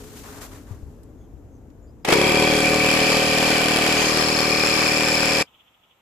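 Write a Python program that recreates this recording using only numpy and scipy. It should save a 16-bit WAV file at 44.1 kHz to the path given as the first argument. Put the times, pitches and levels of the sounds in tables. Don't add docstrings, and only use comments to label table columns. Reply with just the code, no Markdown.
import sys
import numpy as np
from scipy import signal
from scipy.fft import rfft, irfft, next_fast_len
from scipy.io import wavfile
from scipy.ndimage import uniform_filter1d

SR = 44100
rng = np.random.default_rng(int(sys.argv[2]) if len(sys.argv) > 2 else 0)


def bounce(signal):
    frames = np.transpose(np.atleast_2d(signal))
    limited = np.clip(frames, -1, 1)
    pcm = np.round(limited * 32767).astype(np.int16)
    wavfile.write(sys.argv[1], SR, pcm)


N = 265041
TIME = np.arange(N) / SR

START_S, STOP_S, FULL_TURNS_PER_S = 2.0852, 5.426, 39
THUMP_DB, CLATTER_DB, GEAR_DB, DB_PER_DOUBLED_SPEED = -22.5, -22, -31, 3.5
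STRAIN_S, STRAIN_THUMP_DB, ROCKING_DB = 0.55, 3.5, -23.5
THUMP_SAG_DB_PER_S, RATTLE_WANDER_DB = 1.02, 0.94
SCUFF_ATTACK_S, SCUFF_RELEASE_S, SCUFF_TAIL_DB, SCUFF_TAIL_S = 0.014, 0.044, -15, 0.28
TRAFFIC_DB, TRAFFIC_FADE_DB_PER_S, HUM_DB, HUM_FADE_DB_PER_S = -42.5, 1.43, -46, 11
ROOM_DB, ROOM_FADE_DB_PER_S, FLUTTER_S = -60, 6, 0.014
PEAK_LIMIT, CUTOFF_HZ = 1.05, 14600

# time_s, turns_per_s
CRANK_SPEED = [(2.085, 21.69), (2.14, 31.73), (2.2, 35.82), (2.3, 38.71), (2.5, 38.7), (3.0, 39.02),
               (3.9, 38.81), (4.4, 38.89), (4.9, 38.63), (5.43, 38.93)]
# pitch_hz, width_hz, gain_db, polarity
CASE_MODES = [(79.6, 33, -10.5, -1), (169.3, 78, 0.5, -1), (267, 18, -2.5, -1), (309.9, 6.7, 2.5, 1),
              (376, 18, -4, 1), (437.2, 15, 4, 1), (528.3, 28, 5, 1), (581.6, 22, 0, -1),
              (735.7, 16, 2.5, -1), (819, 13.3, -10.5, 1), (1140, 17, -4.5, 1)]
# pitch_hz, width_hz, gain_db
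ROCKING_MODES = [(358, 50, 1), (421, 13, 13), (547, 23, -9), (734, 32, -2)]
# place_turns, half_length_turns, gain_db
VALVE_CONTACTS = [(.85, 0.11, -4), (.14, 0.037, -3.5), (0, 0.037, -21.5), (.57, 0.15, -6),
                  (0.6, 0.098, -11.5)]
PISTON_CONTACTS = [(.06, 0.045, 0.5), (0.152, 0.015, -2), (.41, .05, -0.5), (0.549, 0.052, -5)]
GEAR_CONTACTS = [(0.069, 0.02, 1.5), (.43, 0.057, -1), (.59, .04, -16), (.68, 0.053, 0)]
# pitch_hz, width_hz, gain_db
VALVE_MODES = [(2420, 90, -9.5), (2413, 62, -0.5), (2550, 90, -11.5), (2570, 64, 6.5)]
SHELL_MODES = [(1023, 40, -10), (1196, 31, 6.5), (1528, 84, -0.5), (1850, 180, -3.5), (2815, 150, -2.5),
               (3216, 390, 1), (7416, 286, 5.5), (9640, 1200, -4), (13920, 220, -6.5)]
GEAR_MODES = [(4384, 70, 11.5), (4690, 230, 9), (5010, 280, 2.5), (5260, 69, -2), (5940, 160, 1),
              (6460, 410, 5), (6950, 400, -15)]
# time_s, level_db
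VALVE_LEVELS = [(2.1, -24.5), (2.13, -26), (2.25, -23.5), (2.62, -27), (2.65, -21), (2.76, -26.5),
                (2.86, -22), (3.23, -26), (3.97, -26), (4.15, -30), (4.69, -27.5), (5.38, -27)]
# frequency_hz, density_db
CLATTER_SPECTRUM = [(60, -17), (200, -8.5), (450, 3), (880, -0.5), (1400, -5), (2000, -2.5), (2800, -7.5),
                    (3800, -9), (5000, -1.5), (6000, -12), (7700, -12.5), (8900, -21), (10500, -13),
                    (14500, -24.5)]
# start_s, end_s, place_turns, half_length_turns, pitch_hz, width_hz, level_db
LOOSE_BUZZES = [(2.093, 2.616, 0.07, 0.2, 3290, 120, -32), (2.1, 2.454, 0.43, 0.17, 962, 50, -30.5),
                (2.152, 2.544, 0.34, 0.09, 5060, 150, -44), (2.54, 2.68, 0.06, 0.088, 7300, 2500, -35.5),
                (2.8, 4.068, 0.23, 0.15, 2980, 350, -31.5), (3.973, 4.113, 0.56, .3, 6520, 200, -33),
                (4.056, 4.885, 0.55, 0.096, 4400, 250, -32), (4.06, 4.9, 0.34, 0.27, 1180, 150, -35),
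                (4.06, 5.5, 0.05, 0.035, 4910, 400, -34), (4.075, 5.5, 0.8, 0.16, 5293, 160, -31.5),
                (4.656, 5.5, 0.06, 0.07, 7250, 600, -37), (4.5, 5.37, 0.71, 0.08, 2434, 90, -29.5)]
# start_s, level_db, decay_s
START_JOLTS = [(2.0473, -26.5, 0.053), (2.05, -18.5, .003), (2.076, -24.5, 0.0098), (2.0877, -12.5, 0.003),
               (2.104, -16.5, 0.013), (2.1232, -8.5, 0.0012), (2.1261, -8.5, 0.0075), (2.136, -15, 0.0047)]
# frequency_hz, density_db
JOLT_SPECTRUM = [(100, -23), (400, 10.5), (1000, 1.0), (1600, 0.5), (2400, 2), (3800, -6),
                 (7500, -11.5), (14000, -20.5)]
# time_s, left_minus_right_db
PUMP_BEARING = [(2.15, 1.2), (4.0, 1), (4.2, 1.9), (5.4, 1.5)]
# frequency_hz, left_minus_right_db
MIC_PORTS = [(80, 0), (300, 2.5), (750, -2.5), (1700, 3.5), (2400, -1), (3200, 3), (3900, -6.5), (4350, 3),
             (4900, -2.5), (5400, 7.5), (6100, -1), (8000, 3.5), (10800, -3.5), (14500, -6.5)]
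# frequency_hz, correlation
MIC_LIKENESS = [(35, 0.97), (90, 0.64), (250, 1), (600, 0.58), (1200, 0.43), (2400, 0.2), (4000, 0.15),
                (7000, 0.075), (14000, 0.011)]
# start_s, length_s, body_db, hiss_db
GRIT_SCUFFS = [(0.0, 0.18, -54, -48), (0.165, 0.042, -55.5, -45), (0.241, 0.14, -46, -45.5),
               (0.418, 0.014, -43.5, -39), (0.519, 0.05, -50.5, -49.5), (0.673, 0.063, -55.5, -59)]
# frequency_hz, density_db
SCUFF_BODY_SPECTRUM = [(300, -11.5), (600, 0), (1000, 0), (1600, -2.5), (2200, -9.5), (4000, -29.5)]
SCUFF_HISS_SPECTRUM = [(1000, -11.5), (2500, -1.5), (5000, -2), (7400, 1), (8800, -4.5), (14500, -3)]
# start_s, level_db, pitch_hz, width_hz
HANDLING_TICKS = [(1.033, -54.5, 8000, 7000), (1.702, -60, 1700, 1800)]
# start_s, level_db, pitch_hz
MIC_BUMPS = [(0.709, -25, 101), (0.829, -28, 68), (1.336, -35, 60)]
# frequency_hz, density_db
TRAFFIC_SPECTRUM = [(20, -47.5), (38, 1), (60, 0), (110, -3), (190, -12), (275, -6), (380, -14), (500, -17),
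                    (850, -26.5), (2000, -40.5), (4500, -51), (7200, -43), (8800, -54), (14000, -47.5)]
ROOM_SPECTRUM = [(18, -57), (30, -16), (63, -7.5), (446, -13), (1040, -8.5), (1130, -15), (1250, -7),
                 (1530, -18), (3070, -12), (3580, -16), (4400, -31), (7550, -25), (9520, -37.5),
                 (14000, -23.5)]
# pitch_hz, width_hz, gain_db
STREET_HUMS = [(264, 61, -1.5), (414, 40, -2)]
# start_s, length_s, start_hz, end_hz, level_db
BIRD_CALLS = [(1.167, 0.12, 3500, 3200, -73), (1.17, 0.1, 6700, 6300, -72), (1.5, .1, 6500, 6130, -71),
              (1.817, .06, 7050, 7100, -64), (1.868, 0.048, 4730, 5070, -68),
              (2.03, 0.023, 5100, 4600, -65)]
# peak_s, level_db
ROOM_FLUTTERS = [(5.48, -56), (5.55, -54), (5.607, -53.5), (5.68, -57.5), (5.75, -60.5), (5.84, -57),
                 (5.915, -57.5)]
# frequency_hz, density_db
FLUTTER_SPECTRUM = [(1800, -23), (2800, 1), (3400, 4), (4300, -40)]


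def inflator():
    speed = in_time(CRANK_SPEED)
    turns = np.cumsum(speed) / SR
    turns -= np.interp(START_S, TIME, turns)
    run_s = np.maximum(TIME - START_S, 0)
    strain = np.exp(-run_s / STRAIN_S)
    speed_db = DB_PER_DOUBLED_SPEED * np.log2(speed / FULL_TURNS_PER_S)
    thump_db = THUMP_DB + speed_db + STRAIN_THUMP_DB * strain - THUMP_SAG_DB_PER_S * run_s
    rattle_db = speed_db + RATTLE_WANDER_DB * drift(per_s=6.0)
    thump = from_db(thump_db) * case_thumps(turns)
    buzz = valve(turns, speed)
    clatter, rocking = piston(turns)
    clatter = from_db(CLATTER_DB + rattle_db) * clatter
    rocking = from_db(ROCKING_DB) * strain * rocking
    rattle = from_db(GEAR_DB + rattle_db) * gears(turns)
    running = np.interp(TIME, [START_S - .006, START_S], [0, 1])
    pump = running * (thump + buzz + clatter + rocking + rattle + loose_parts(turns)) + jolts()
    sides = np.array([[.5], [-.5]])
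    at_mic = filtered(pump, from_db(over_bins(MIC_PORTS) * sides))
    return at_mic * from_db(in_time(PUMP_BEARING) * sides)


def case_thumps(turns, lead_s=0.00161, jitter_s=0.00004, uneven_db=0.6):
    strokes = np.arange(np.ceil(turns[0]), np.floor(turns[-1]))
    timing, force = rng.standard_normal((len(strokes), 2)).T
    stroke_s = np.interp(strokes, turns, TIME) - lead_s + jitter_s * timing
    kicks = np.zeros(N)
    kicks[np.clip(stroke_s * SR, 0, N - 1).astype(int)] = from_db(uneven_db * force) * (strokes >= 0)
    ring = sum(np.sign(sign) * resonate(kicks, hz, width, db) for hz, width, db, sign in CASE_MODES)
    puff = resonate(kicks, hz=620, width_hz=470, db=-19.5)
    thumps = ring + puff
    return thumps / np.std(thumps[turns > 0])


def valve(turns, speed):
    buzz = contacts(turns, VALVE_CONTACTS, between_db=-3.5, uneven_db=5.5, grain_db=-4.0, repeat=0.15)
    ring = steadied(resonate(body(buzz, VALVE_MODES), hz=2285, width_hz=490), amount=0.74)
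    return from_db(in_time(VALVE_LEVELS)) * (from_db(-2) * ring + from_db(-1) * reed(turns, speed))


def reed(turns, speed, hz=2368, scatter_hz=55, slip_rad=0.72, uneven_db=2.0):
    sides_rad = np.array([[.45], [-.45]])
    song = 0
    for place, length, db in VALVE_CONTACTS:
        nearest = np.round(turns - place).astype(int)
        offset = turns - place - nearest
        detune, start, force = rng.standard_normal((512, 3))[nearest].T
        pitch_hz = hz * (speed / FULL_TURNS_PER_S) ** .25 + scatter_hz * detune
        phase = 2 * np.pi * pitch_hz * offset / speed + slip_rad * start
        burst = from_db(db + uneven_db * force) * np.exp(-(offset / length) ** 2 / 2)
        song += burst * np.sin(phase + sides_rad)
    return rms_one(song)


def piston(turns):
    knocks = contacts(turns, PISTON_CONTACTS, between_db=-5.0, uneven_db=5.0, grain_db=4.5, repeat=0.22)
    clatter = colour(knocks + body(knocks, SHELL_MODES), CLATTER_SPECTRUM)
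    rocking = steadied(body(knocks, ROCKING_MODES), amount=1.0)
    return clatter, rocking


def gears(turns):
    teeth = contacts(turns, GEAR_CONTACTS, between_db=-14.5, uneven_db=3.5, grain_db=-4.0, repeat=0.13)
    return steadied(resonate(body(teeth, GEAR_MODES), hz=4600, width_hz=3480), amount=0.28)


def contacts(turns, table, between_db, uneven_db, grain_db, repeat):
    power = from_db(between_db) ** 2
    for place, length, db in table:
        nearest = np.round(turns - place).astype(int)
        force = from_db(db + uneven_db * rng.uniform(-3.1, 1, 512))[nearest]
        power += force ** 2 * np.exp(-((turns - place - nearest) / length) ** 2)
    turn_samples = SR // FULL_TURNS_PER_S
    surfaces = rng.standard_normal((2, 2, turn_samples))[..., (turns % 1 * turn_samples).astype(int)]
    bedding = 2 * np.pi * 0.398 * TIME
    pattern = surfaces[0] * np.cos(bedding) + surfaces[1] * np.sin(bedding)
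    grains = rms_one(rng.standard_normal((2, N)) * from_db(grain_db * drift(per_s=2500)))
    return spread(np.sqrt(power) * (np.sqrt(repeat) * pattern + np.sqrt(1 - repeat) * grains))


def loose_parts(turns):
    buzzes = 0
    for start_s, end_s, place, length, hz, width, db in LOOSE_BUZZES:
        offset = (turns - place + .5) % 1 - .5
        shake = np.exp(-(offset / length) ** 2 / 2) * rng.standard_normal((2, N))
        ring = resonate(resonate(shake, hz, width), hz, 4 * width)
        active = np.clip(np.minimum(TIME - start_s, end_s - TIME) / 0.02 + .5, 0, 1)
        buzzes += from_db(db) * active * steadied(ring, amount=0.17)
    return buzzes


def jolts():
    force = sum(from_db(db) * (TIME >= start_s) * np.exp(-since(start_s) / decay_s)
                for start_s, db, decay_s in START_JOLTS)
    return force * air(JOLT_SPECTRUM)


def scuffs():
    body_power = hiss_power = 0
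    for start_s, length_s, body_db, hiss_db in GRIT_SCUFFS:
        after_s = since(start_s + length_s)
        attack = np.clip(1 + (TIME - start_s) / SCUFF_ATTACK_S, 0, 1)
        settling = from_db(SCUFF_TAIL_DB) * np.exp(-after_s / SCUFF_TAIL_S)
        shape = attack * np.maximum(np.exp(-after_s / SCUFF_RELEASE_S), settling)
        body_power += (from_db(body_db) * shape) ** 2
        hiss_power += (from_db(hiss_db) * shape) ** 2
    grit = from_db(0.99 * drift(per_s=149.6))
    dull = np.sqrt(body_power) * air(SCUFF_BODY_SPECTRUM)
    hiss = np.sqrt(hiss_power) * air(SCUFF_HISS_SPECTRUM)
    return grit * (dull + hiss)


def ticks(decay_s=0.0056):
    white = spread(rng.standard_normal((2, N)))
    clicks = 0
    for start_s, db, hz, width in HANDLING_TICKS:
        shape = (TIME > start_s) * np.exp(-since(start_s) / decay_s)
        clicks += from_db(db) * shape * rms_one(resonate(white, hz, width))
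    return clicks


def mic_bumps(decay_s=0.0224):
    thuds = 0
    for start_s, db, hz in MIC_BUMPS:
        age_s = since(start_s)
        thuds += from_db(db) * np.sin(2 * np.pi * hz * age_s) * np.exp(-age_s / decay_s)
    return thuds * from_db([[4], [-8]])


def traffic():
    rumble = from_db(TRAFFIC_DB - TRAFFIC_FADE_DB_PER_S * TIME) * air(TRAFFIC_SPECTRUM)
    hum = rms_one(body(body(rng.standard_normal(N), STREET_HUMS), STREET_HUMS))
    return rumble + from_db(HUM_DB - HUM_FADE_DB_PER_S * TIME) * hum


def birds():
    calls = 0
    for start_s, length_s, start_hz, end_hz, db in BIRD_CALLS:
        along = np.clip((TIME - start_s) / length_s, 0, 1)
        hz = start_hz + (end_hz - start_hz) * along
        blur = drift(per_s=start_hz / 10)
        calls += from_db(db) * np.sin(np.pi * along) * blur * np.sin(2 * np.pi * np.cumsum(hz) / SR)
    return calls


def quiet_room():
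    room_db = ROOM_DB - ROOM_FADE_DB_PER_S * since(STOP_S)
    swells = sum(from_db(db) * np.exp(-abs(TIME - peak_s) / FLUTTER_S) for peak_s, db in ROOM_FLUTTERS)
    return from_db(room_db) * air(ROOM_SPECTRUM) + swells * air(FLUTTER_SPECTRUM)


def from_db(db):
    return 10 ** (np.asarray(db) / 20)


def rms_one(x):
    return x / np.sqrt(np.mean(x ** 2) + 1e-20)


def since(start_s):
    return np.maximum(TIME - start_s, 0)


def in_time(points):
    return np.interp(TIME, *np.transpose(points))


def over_bins(points):
    hz, value = np.transpose(points)
    bin_hz = np.fft.rfftfreq(next_fast_len(N), 1 / SR)
    return np.interp(np.log(bin_hz + 1), np.log(hz), value)


def filtered(x, gain):
    size = next_fast_len(N)
    return irfft(rfft(x, size) * gain, size)[..., :N]


def colour(x, spectrum):
    return rms_one(filtered(x, from_db(over_bins(spectrum))))


def drift(per_s):
    knots = rng.standard_normal(4000)
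    return rms_one(np.interp(TIME * per_s, np.arange(len(knots)), knots))


def spread(pair):
    alike = np.clip(over_bins(MIC_LIKENESS), -.99, .99)
    mid = filtered(pair[0], np.sqrt(1 + alike))
    side = filtered(pair[1], np.sqrt(1 - alike))
    return mid + side * [[1], [-1]]


def air(spectrum):
    return colour(spread(rng.standard_normal((2, N))), spectrum)


def resonate(x, hz, width_hz, db=0):
    radius = np.exp(-np.pi * width_hz / SR)
    scale = (1 - radius ** 2) / 2
    poles = [1, -2 * radius * np.cos(2 * np.pi * hz / SR), radius ** 2]
    return from_db(db) * signal.lfilter([scale, 0, -scale], poles, x + 1e-18)


def body(x, modes):
    return sum(resonate(x, *mode) for mode in modes)


def steadied(x, amount):
    power = uniform_filter1d(np.mean(x ** 2, axis=0), size=SR // FULL_TURNS_PER_S) + 1e-12
    return rms_one(x / power ** (amount / 2))


def scene():
    pump = inflator()
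    street = (traffic() + scuffs() + ticks()) * from_db([[1.5], [-1.5]])
    after_s = since(STOP_S)
    ending = np.maximum(np.exp(-after_s / 0.00083), from_db(-15.5) * np.exp(-after_s / .011))
    return (pump + street + mic_bumps() + birds()) * ending + (after_s > 0) * quiet_room()


def record(dry):
    rounded = PEAK_LIMIT * np.tanh(dry / PEAK_LIMIT)
    return filtered(rounded, from_db(over_bins([(CUTOFF_HZ - 100, 0), (CUTOFF_HZ + 300, -90)])))


dry = scene()
out = record(dry)
bounce(out)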